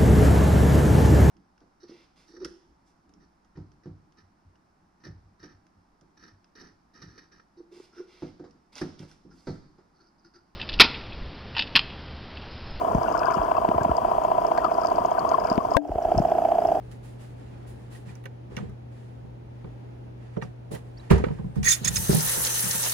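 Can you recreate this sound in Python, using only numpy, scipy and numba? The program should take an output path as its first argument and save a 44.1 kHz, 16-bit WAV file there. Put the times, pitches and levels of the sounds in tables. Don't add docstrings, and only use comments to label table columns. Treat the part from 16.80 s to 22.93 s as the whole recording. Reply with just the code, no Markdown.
import sys
import numpy as np
from scipy import signal
from scipy.fft import rfft, irfft, next_fast_len
from scipy.io import wavfile
from scipy.ndimage import uniform_filter1d
from numba import njit

SR = 44100
rng = np.random.default_rng(int(sys.argv[2]) if len(sys.argv) > 2 else 0)


def materialize(psi):
    bounded = np.clip(np.atleast_2d(psi).T, -1, 1)
    quanta = np.round(bounded * 32767).astype(np.int16)
    wavfile.write(sys.argv[1], SR, quanta)


N = 270333
T = np.arange(N) / SR

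# time in seconds, level in dB, extra dB for splash and bubbles.
WATER_FLOW = [(4.97, -47, -3), (5.018, -59, 7.5), (5.076, -50.5, 13.5), (5.118, -42.5, 0), (5.15, -36, -6),
              (5.166, -40, 4), (5.186, -34.5, -9), (5.264, -36, -5), (5.322, -33, 0), (5.58, -30.5, -4),
              (6.13, -32.5, -4)]
# frequency in Hz, level in dB.
JET_TONE = [(3000, -8.5), (5000, -4), (6300, -6), (7500, 4), (8300, 10.5), (10500, 4), (12500, 5),
            (14000, 14), (16000, -9)]
SPLASH_TONE = [(200, -39), (330, -11.5), (500, -0.5), (750, -7), (1100, -5.5), (1700, -4), (2100, -8.5),
               (4000, -4.5), (6000, -12), (9000, -36)]
# pitch in Hz, width in Hz, level in dB.
BASIN_NOTES = [(896, 20, -16), (1810, 55, -14.5), (6250, 430, -5.5), (7250, 500, -8)]
# start in seconds, peak level in dB, pitch in Hz.
BIG_DROPS = [(5.346, -12.5, 10600), (5.406, -17.5, 6360), (5.4613, -14.5, 11100), (5.4944, -15, 10800),
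             (5.6164, -17, 10900), (5.6486, -14, 6280), (5.6662, -18, 3840), (5.7934, -17, 6260),
             (5.8044, -10, 10500), (5.9097, -14.5, 6300), (6.0296, -17.5, 6040)]

def tap_stream():
    times, level_db, splash_db = np.transpose(WATER_FLOW)
    fade_in = np.clip((T - times[0] + 0.035) / 0.029, 0, 1)
    flow = undb(np.interp(T, times, level_db)) * fade_in
    jet = patchy(hiss(JET_TONE), flicker_db=1.4, rate=60) * undb(4 + 0.58 * wander(40) + wander(250))
    splash = patchy(hiss(SPLASH_TONE), flicker_db=3.9, rate=35)
    splash *= undb(0.7 * wander(30) + 1.15 * wander(120))
    water = stereo_noise()
    jet += sum(undb(db + 2.1 * wander(30)) * unit(ring(water, hz, w)) for hz, w, db in BASIN_NOTES)
    bubbles, splats, t = np.zeros((2, N)), np.zeros((2, N)), T[:700]
    for when, pitch, size, pan in rng.random((700, 4)):
        hz = 1500 * 7 ** pitch
        pop = np.sin(2 * np.pi * hz * t * (1 + 30 * t)) * np.exp(-t * hz / 4)
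        add(bubbles, 4.95 + 1.17 * when, pop * undb(17 * size ** 3) * sides(12 * pan - 6))
    small_drops = [(5.32 + (T[-1] - 5.32) * when, -22 + 6 * size, 6260 if pitch < 0.5 else 10000)
                   for when, size, pitch in rng.random((20, 3))]
    for start, db, hz in BIG_DROPS + small_drops:
        burst = rng.standard_normal((2, len(t))) * np.exp(-t / 0.0066) * (1 - np.exp(-t / 0.00041))
        splat = ring(burst, hz, 0.34 * hz)
        add(splats, start, undb(db) * splat / np.abs(splat).max())
    landing = undb(np.interp(T, times, splash_db)) * (splash + undb(-14.5) * bubbles)
    return flow * (jet + landing) + splats


def whistle(hz, width):
    wobbly_hz = hz + 0.35 * width * wander(250)
    tone = np.sqrt(2) * np.sin(2 * np.pi * np.cumsum(wobbly_hz) / SR) * undb(wander(200))
    puff = np.array([unit(band_pass(rng.standard_normal(N), hz, 0.64 * width)) for _ in "LR"])
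    return unit(tone + 0.88 * puff)


# time in seconds, whistle level in dB, whistle pitch in Hz,
# which pipe note is loudest (near 1, 2 or 3), pipe level in dB, spray level in dB.
AIR_BURSTS = [
    [(4.826, -66, 6320, 1, -66, -63), (4.848, -34, 6300, 1.54, -35, -30),
     (4.866, -24.5, 6550, 0.57, -22, -29.5), (4.878, -27, 6620, 1, -16, -35),
     (4.888, -10, 6480, 1, -23.5, -28), (4.897, -21, 6590, 1.06, -29, -25),
     (4.912, -16, 6480, 1.77, -28, -25), (4.93, -27, 7220, 1.96, -27, -22.5),
     (4.944, -32.5, 6690, 2, -41, -27), (4.975, -62, 6420, 1.8, -51, -49)],
    [(5.04, -70, 6470, 2, -75, -70), (5.048, -17.5, 6670, 2.3, -31.5, -32),
     (5.062, -37, 6610, 2.8, -26.5, -31), (5.068, -40, 6570, 0.87, -43, -41),
     (5.078, -23, 6455, 1.18, -23, -27), (5.09, -25.5, 7300, 2.6, -37, -32), (5.1, -54, 7020, 2, -58, -51)],
    [(5.152, -61, 6070, 2, -69, -50), (5.16, -21.5, 6200, 2.1, -44, -25), (5.172, -37, 6500, 3.5, -19, -31),
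     (5.186, -63, 6120, 3, -58, -52)],
]
# pitch in Hz, width in Hz.
PIPE_NOTES = [(1900, 94.5), (3550, 149.3), (5250, 140)]
# frequency in Hz, level in dB.
SPRAY_TONE = [(600, -30), (1500, -12), (2500, -13.5), (4300, -10), (5600, -6), (6600, -3), (8200, -1),
              (10300, -13), (12500, -14.5), (14500, -15.5), (16000, -37)]
GURGLE_TONE = [(700, -20), (1200, -1), (1650, 3), (2500, 11.5), (3000, -35), (4300, 4), (6000, -9)]

def spitting_spout():
    times, *curves = np.concatenate(AIR_BURSTS).T
    whistle_db, whistle_hz, loudest, pipe_db, spray_db = (np.interp(T, times, c) for c in curves)
    blowing = sum((T > burst[0][0]) & (T <= burst[-1][0]) for burst in AIR_BURSTS)
    gate = uniform_filter1d(blowing.astype(float), size=90)
    pipe = sum(undb(pipe_db - 21 * abs(loudest - note)) * whistle(hz * (1 + 0.016 * wander(40)), width)
               for note, (hz, width) in enumerate(PIPE_NOTES, 1))
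    nozzle = undb(whistle_db) * whistle(whistle_hz, width=390)
    nozzle += undb(spray_db) * hiss(SPRAY_TONE) * undb(2 * wander(150))
    gurgle = undb(-33 + 0.66 * (pipe_db + 24.5)) * hiss(GURGLE_TONE) * undb(1.5 * wander(180))
    air = gate * ((pipe + gurgle) * sides(-1.9) + nozzle * sides(-8.5))
    return air + 0.65 * sum(ring(air, hz, width / 7) for hz, width in PIPE_NOTES)


# start in seconds, level in dB, extra dB for deep, hollow, upper notes.
KNOCKS = [(1.272, -38, -18, -18, -28), (1.284, -43, -10, -18, -26), (1.456, -39, -5, -5, -1),
          (1.719, -38.5, 3.5, -2.5, -17), (1.745, -44, -9, -2, -18), (1.771, -27, -23, -13.5, -11.5),
          (1.805, -28.5, -31, -15, -32), (1.825, -29.5, -14, -13, -29), (1.838, -36, -10, -17, -28),
          (1.888, -36.5, -7, -16, -27), (2.447, -39, -24, -17, -21), (2.846, -32, -22, -11, -18),
          (3.57, -21, -28, -6, -10), (3.622, -28, -27, -17, -16), (3.907, -40, -21, -9, -6),
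          (3.916, -30.5, -29, -2.5, -9), (3.935, -30, -21, -9, -2), (3.95, -36.5, -26, -12, -3),
          (4.304, -15.5, -12, -5.5, -14), (4.31, -4.5, -7, -13, -18.5), (4.333, -17, -13, -4, -10),
          (4.358, -16, -9, -11, -17), (4.398, -21, -6, -13, -13), (4.439, -21.5, -11, 7, -10),
          (4.466, -21.5, -10, -10.5, -15.5), (4.504, -21.5, -18, -15.5, -23),
          (4.594, -26.5, -11, -16.5, -24), (4.644, -26, -25, -22, -29), (4.765, -20.5, -10, -19.5, -36),
          (4.78, -24.5, -16.5, -31, -39), (4.86, -31, -11, -14, -22), (5.015, -29, -12, -19, -28),
          (5.058, -28.5, -9.5, -24, -29), (5.107, -29.5, -6, -21, -26), (5.159, -33, 2, -22, -23),
          (5.197, -32, -4, -23, -21), (5.293, -10, -16, -10.5, -22), (5.329, -20, -15, -5, -6),
          (5.345, -14, -32, -19.5, -20.5), (5.378, -26.5, -30, -11, -19), (5.44, -30, -15, -17, -17),
          (5.575, -29, -12, -14, -19), (5.837, -31.5, -17, -25, -22), (5.95, -32, -23, -18, -7)]
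# pitch in Hz, level in dB, seconds to fade by 60 dB before
COUNTER_NOTES = [(46.6, -10, 0.3, 12), (64.3, 5, 0.34, 0.27), (93.7, 4, 0.34, 0.9), (138, -3.5, 0.16, 0.9),
                 (158.9, 0.5, 0.19, 1.28), (186.7, 5, 0.1, 1.93), (219.3, -9, 0.25, 3), (315, 2, 0.13, 3.5),
                 (355, 8.5, 0.056, 3), (399.3, 5, 0.18, 3), (452.4, 0.5, 0.28, 2.5), (517.4, 3, 0.16, 3.5),
                 (606, -2, 0.19, 3.5), (747, -3, 0.28, 4), (854, -10.5, 0.17, -0.5), (999, 5, 0.048, 3.5)]

def counter_knocks():
    out, t = np.zeros((2, N)), T[:SR // 2]
    hz, note_db, ring_s, lead = np.transpose(COUNTER_NOTES)[:, :, None]
    lean_db = -4 * (hz > 260)
    for start, db, deep_db, hollow_db, upper_db in KNOCKS:
        vary_level, vary_pitch, vary_lead = rng.standard_normal((3, len(hz), 1))
        top_db = -9 + 0.54 * upper_db
        mix_db = np.select([hz < 115, hz < 260, hz < 480, hz < 680],
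                           [deep_db, 0, hollow_db, upper_db], top_db)
        damping = 1.203 * np.exp(0.0664 * (hollow_db + 14.5))
        attack = 1 - np.exp(-t * hz / 0.85)
        level = attack * undb(note_db + mix_db + 0.65 * vary_level - 60 * damping * t / ring_s)
        phase = 2 * np.pi * hz * (1 + 0.024 * vary_pitch) * t
        shift = lead * (1 + 0.35 * vary_lead) / 2
        knock = np.array([(level * undb(side * lean_db / 2) * np.sin(phase + side * shift)).sum(0)
                          for side in (1, -1)])
        add(out, start, undb(db) * sides(0.95 + 2 * vary_level[0, 0]) * knock)
    return out


# start in seconds, body level in dB, main pitch in Hz,
# then the middle and the bright part in dB compared with the body.
TICKS = [(1.353, -50.5, 1800, 7, -7), (1.439, -46, 1760, -16, -3), (1.455, -30.5, 1810, -13, -14.5),
         (1.46, -42, 902, -11, -21), (1.707, -49, 961, -21, -26), (1.766, -26.5, 2280, -3, -25),
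         (1.776, -29.5, 1460, -14, -34), (1.786, -31.5, 1160, -16, -38), (1.895, -52, 1110, -6, -9),
         (2.843, -43, 1210, -32, -36), (3.275, -54, 902, -26, -33), (3.566, -38.5, 945, -25, -37),
         (3.615, -36, 1780, -30, -31), (3.622, -28, 1200, -16, -29), (3.912, -45, 1380, -10, -16),
         (3.949, -42, 918, -13, 5), (3.963, -44, 955, -21, -21), (4.303, -23, 1930, -22, -39),
         (4.31, -12.5, 910, -14.5, -16), (4.38, -30.5, 974, -10, -21), (4.44, -24, 1340, -16, -35),
         (4.484, -33, 945, -30, -42), (4.511, -41, 947, -29, -39), (4.586, -40.5, 1090, -32, -34),
         (4.757, -42, 939, -11, -13), (4.83, -28, 1750, 3.5, -30)]
# pitch in Hz, width in Hz.
PLASTIC_NOTES = [(950, 102), (1200, 250), (1500, 104), (1850, 230), (2250, 200), (2700, 290), (3300, 270),
                 (4100, 230)]
CAP_NOTES = [(4950, 86), (5900, 1100)]

def bottle_ticks():
    out, t = np.zeros((2, N)), T[:SR // 4]
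    for start, db, main_hz, middle_db, bright_db in TICKS:
        ring_s = 0.071 * (main_hz / 1000) ** -0.24
        pan_db = -6.5 + 4 * np.log2(main_hz / 1000)
        snap, rattle = 3.3 * np.exp(-t / 0.0013), undb(-60 * t / ring_s)
        crack = rng.standard_normal((2, len(t))) * (snap + rattle) * (1 - np.exp(-t / 0.00066))
        crack[1] = 0.5 * np.roll(crack[0], 3) + 1.22 * crack[1]
        body = sum(undb(-14 * abs(np.log2(hz / main_hz))) * ring(ring(crack, hz, 3 * width), hz, width)
                   for hz, width in PLASTIC_NOTES)
        _, middle, bright = three_bands(crack * undb(-15 * t / ring_s))
        middle += 5 * sum(ring(crack, hz, width) for hz, width in CAP_NOTES)
        parts = (body, 0), (middle, middle_db), (ring(bright, 6100, 6000), bright_db)
        tick = sum(undb(part_db) * part / np.abs(part).max() for part, part_db in parts)
        add(out, start, sides(pan_db) * undb(db) * tick)
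    return out


# start in seconds, starting pitch in Hz, length in seconds, level in dB.
SQUEAKS_AND_RINGS = [(1.14, 1850, 0.034, -52), (1.286, 2440, 0.021, -53), (3.568, 5700, .021, -64),
                     (3.569, 3060, .016, -59), (3.617, 1830, 0.016, -39.5), (3.622, 5800, 0.022, -55),
                     (3.623, 4900, 0.025, -58), (3.938, 5550, .011, -50), (3.948, 3180, .018, -54),
                     (3.956, 1930, .013, -47), (4.171, 4420, .01, -49), (4.177, 4600, .009, -53),
                     (4.178, 5300, 0.014, -55), (4.194, 3900, .012, -50), (4.204, 4400, .008, -57),
                     (4.76, 5070, .045, -64)]

def squeaks_and_rings():
    out, roughness = np.zeros((2, N)), wander(400)
    for start, start_hz, length, db in SQUEAKS_AND_RINGS:
        n = int(length * SR)
        glide = np.linspace(start_hz, start_hz + 1.1 / length, n)
        hz = glide * (1 + 0.024 * roughness[int(start * SR):][:n])
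        tone = np.hanning(n) * np.sin(2 * np.pi * np.cumsum(hz) / SR)
        add(out, start, undb(db) * sides(-3.2) * tone)
    return out


# start in seconds, level in dB, rough length in seconds, brightness
STROKES = [(0.02, -75, 0.25, -2), (0.113, -62, 0.03, -5), (0.236, -66.5, 0.12, -2), (0.397, -65, 0.12, -6),
           (0.58, -72, 0.14, -12), (0.7, -75, 0.43, -17), (0.872, -67, 0.073, 7), (1.0, -77, 0.22, -4),
           (1.112, -63, 0.084, -2.5), (1.14, -71, 0.053, 2), (1.266, -62.5, 0.09, -13),
           (1.71, -67, 0.15, -16), (1.785, -66, 0.066, -25), (2.12, -71.5, 0.19, -10),
           (2.25, -88, 0.23, -6), (2.75, -79, 0.27, -20), (3.4, -72.5, 0.15, -21), (3.52, -76, 0.15, -18),
           (3.623, -61, .04, -13), (3.914, -53.5, 0.048, 4), (3.942, -60.5, 0.04, -19),
           (4.05, -74.5, 0.13, -9), (4.173, -69, 0.24, -15), (4.3034, -37.5, 0.036, -22),
           (4.3435, -57, 0.1, -26), (4.4413, -69.5, .05, -22), (4.4844, -72, 0.26, -13),
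           (4.753, -62, 0.057, -10)]
# frequency in Hz, level in dB.
CLOTH_TONE = [(700, 10), (1450, 5), (1850, 8.5), (2100, 2.5), (2600, -0.5), (3400, -9), (6000, -19),
              (8300, -10.5), (10300, -18.5), (12700, -18), (14200, -23), (15600, -31)]

def sleeves():
    fibres = rng.standard_normal((2, N)) * undb(2 * rng.exponential(size=(2, N)))
    dull, middle, bright = map(unit, three_bands(colour(fibres, CLOTH_TONE)))
    out = np.zeros((2, N))
    for start, db, length, brightness in STROKES:
        rise, fall = 0.37 * length, 0.63 * length
        swell = np.sin(np.pi / 2 * np.clip((T - start) / rise + 0.5, 0, 1)) ** 2
        fade = np.exp(-np.maximum(T - start - rise, 0) / fall)
        rustle = undb(4.5 - 0.43 * brightness) * dull + middle + undb(0.68 * brightness) * bright
        out += undb(db) * swell * fade * rustle
    return out * sides(-2.5) * undb(0.79 * wander(60))


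# frequency in Hz, level in dB.
AIR_TONE = [(15, -81), (25, -71), (49, -9.5), (87, -12), (102, -16.5), (123, -13), (149, -17), (190, -15),
            (416, -19.5), (840, -25), (1100, -35.5), (2350, -42), (16000, -69.5)]

def fridge_and_air():
    hum = np.sqrt(2) * np.sin(2 * np.pi * 120.5 * T + 0.28 * wander(2.43))
    hum *= undb(-43 + 0.2 * wander(10))
    air = undb(-46.5 + 0.69 * wander(3.2)) * hiss(AIR_TONE)
    return air + hum * sides(0.31)


def room_echo(x, ring_s):
    t = T[:SR // 2]
    walls = rng.standard_normal((2, len(t))) * undb(-60 * t / ring_s) * (t > 0.004)
    walls /= np.sqrt((walls ** 2).sum(1, keepdims=True))
    return signal.fftconvolve(x.mean(0, keepdims=True), walls, axes=1)[:, :N]


# frequency in Hz, likeness from -1 (opposite) to 1 (the same).
LIKENESS = [(60, 0.89), (130, 0.44), (290, 0.39), (640, -0.7), (1410, -0.02), (3100, -0.23), (6820, 0.19),
            (15000, 0.61)]

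def stereo_noise():
    mid, side = rfft(rng.standard_normal((2, N)))
    likeness = curve(LIKENESS)
    mid *= np.sqrt((1 + likeness) / 2)
    side *= np.sqrt((1 - likeness) / 2)
    return irfft(np.array([mid + side, mid - side]), N)


def curve(table):
    hz, values = np.transpose(table)
    all_hz = np.maximum(np.arange(N // 2 + 1) * SR / N, 1)
    return np.interp(np.log(all_hz), np.log(hz), values)


def colour(x, tone):
    return unit(irfft(rfft(x) * undb(curve(tone)), N))


def hiss(tone):
    return colour(stereo_noise(), tone)


def patchy(x, flicker_db, rate):
    centres = 250 * 2 ** np.arange(0, 6.1, 0.5)
    return unit(sum(ring(x, hz, hz / 3) * undb(flicker_db * wander(rate)) for hz in centres))


def wander(rate):
    hold = int(SR / rate)
    steps = np.repeat(rng.standard_normal(N // hold + 1), hold)
    return unit(uniform_filter1d(uniform_filter1d(steps, hold), hold)[:N])


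@njit
def band_pass(x, hz, width):
    out, band, low = np.empty(len(x)), 0., 0.
    for i in range(len(x)):
        step, damping = np.tan(np.pi * hz[i] / SR), width / hz[i]
        swing = (band + step * (x[i] - low)) / (1 + step * (step + damping))
        band, low = 2 * swing - band, low + 2 * step * swing
        out[i] = damping * swing
    return out


def ring(x, hz, width):
    return np.array([band_pass(side, np.full(len(side), float(hz)), float(width)) for side in x])


def three_bands(x):
    low, most = (signal.sosfiltfilt(signal.butter(3, hz, fs=SR, output="sos"), x) for hz in (3500, 8000))
    return low, most - low, x - most


def undb(db):
    return 10 ** (np.asarray(db) / 20)


def unit(x):
    return x / np.sqrt(np.mean(x ** 2))


def sides(pan_db):
    return undb(np.array([[pan_db / 2], [-pan_db / 2]]))


def add(out, start, x):
    i = int(start * SR)
    out[:, i:i + x.shape[-1]] += x[..., :N - i]


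def scene():
    near = sleeves() + bottle_ticks() + squeaks_and_rings() + spitting_spout()
    echo = undb(-24) * room_echo(near, ring_s=0.39)
    return near + echo + counter_knocks() + tap_stream() + fridge_and_air()


def record(dry):
    in_step_hz, ripple_hz, top_hz = 10400, 4750, 15950
    size = next_fast_len(N + SR // 4)
    hz = np.arange(size // 2 + 1) * SR / size
    turn = np.pi * (hz - in_step_hz) / ripple_hz
    depth = np.clip((hz - 6000) / (9300 - 6000), 0, 1)
    mid, side = rfft(dry[0] + dry[1], size) / 2, rfft(dry[0] - dry[1], size) / 2
    leak = 0.6 * depth
    side = np.sqrt(1 - leak ** 2) * side - 1j * leak * np.sign(np.sin(2 * turn)) * mid
    mid *= 1 - depth + depth * np.sqrt(2) * np.abs(np.cos(turn)) ** 1.5
    side *= 1 - depth + depth * np.sqrt(2) * np.abs(np.sin(turn)) ** 1.5
    rounded = np.tanh(irfft(np.array([mid + side, mid - side]), size)[:, :N])
    return signal.sosfilt(signal.ellip(10, 0.2, 80, top_hz, fs=SR, output="sos"), rounded)


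dry = scene()
out = record(dry)
materialize(out)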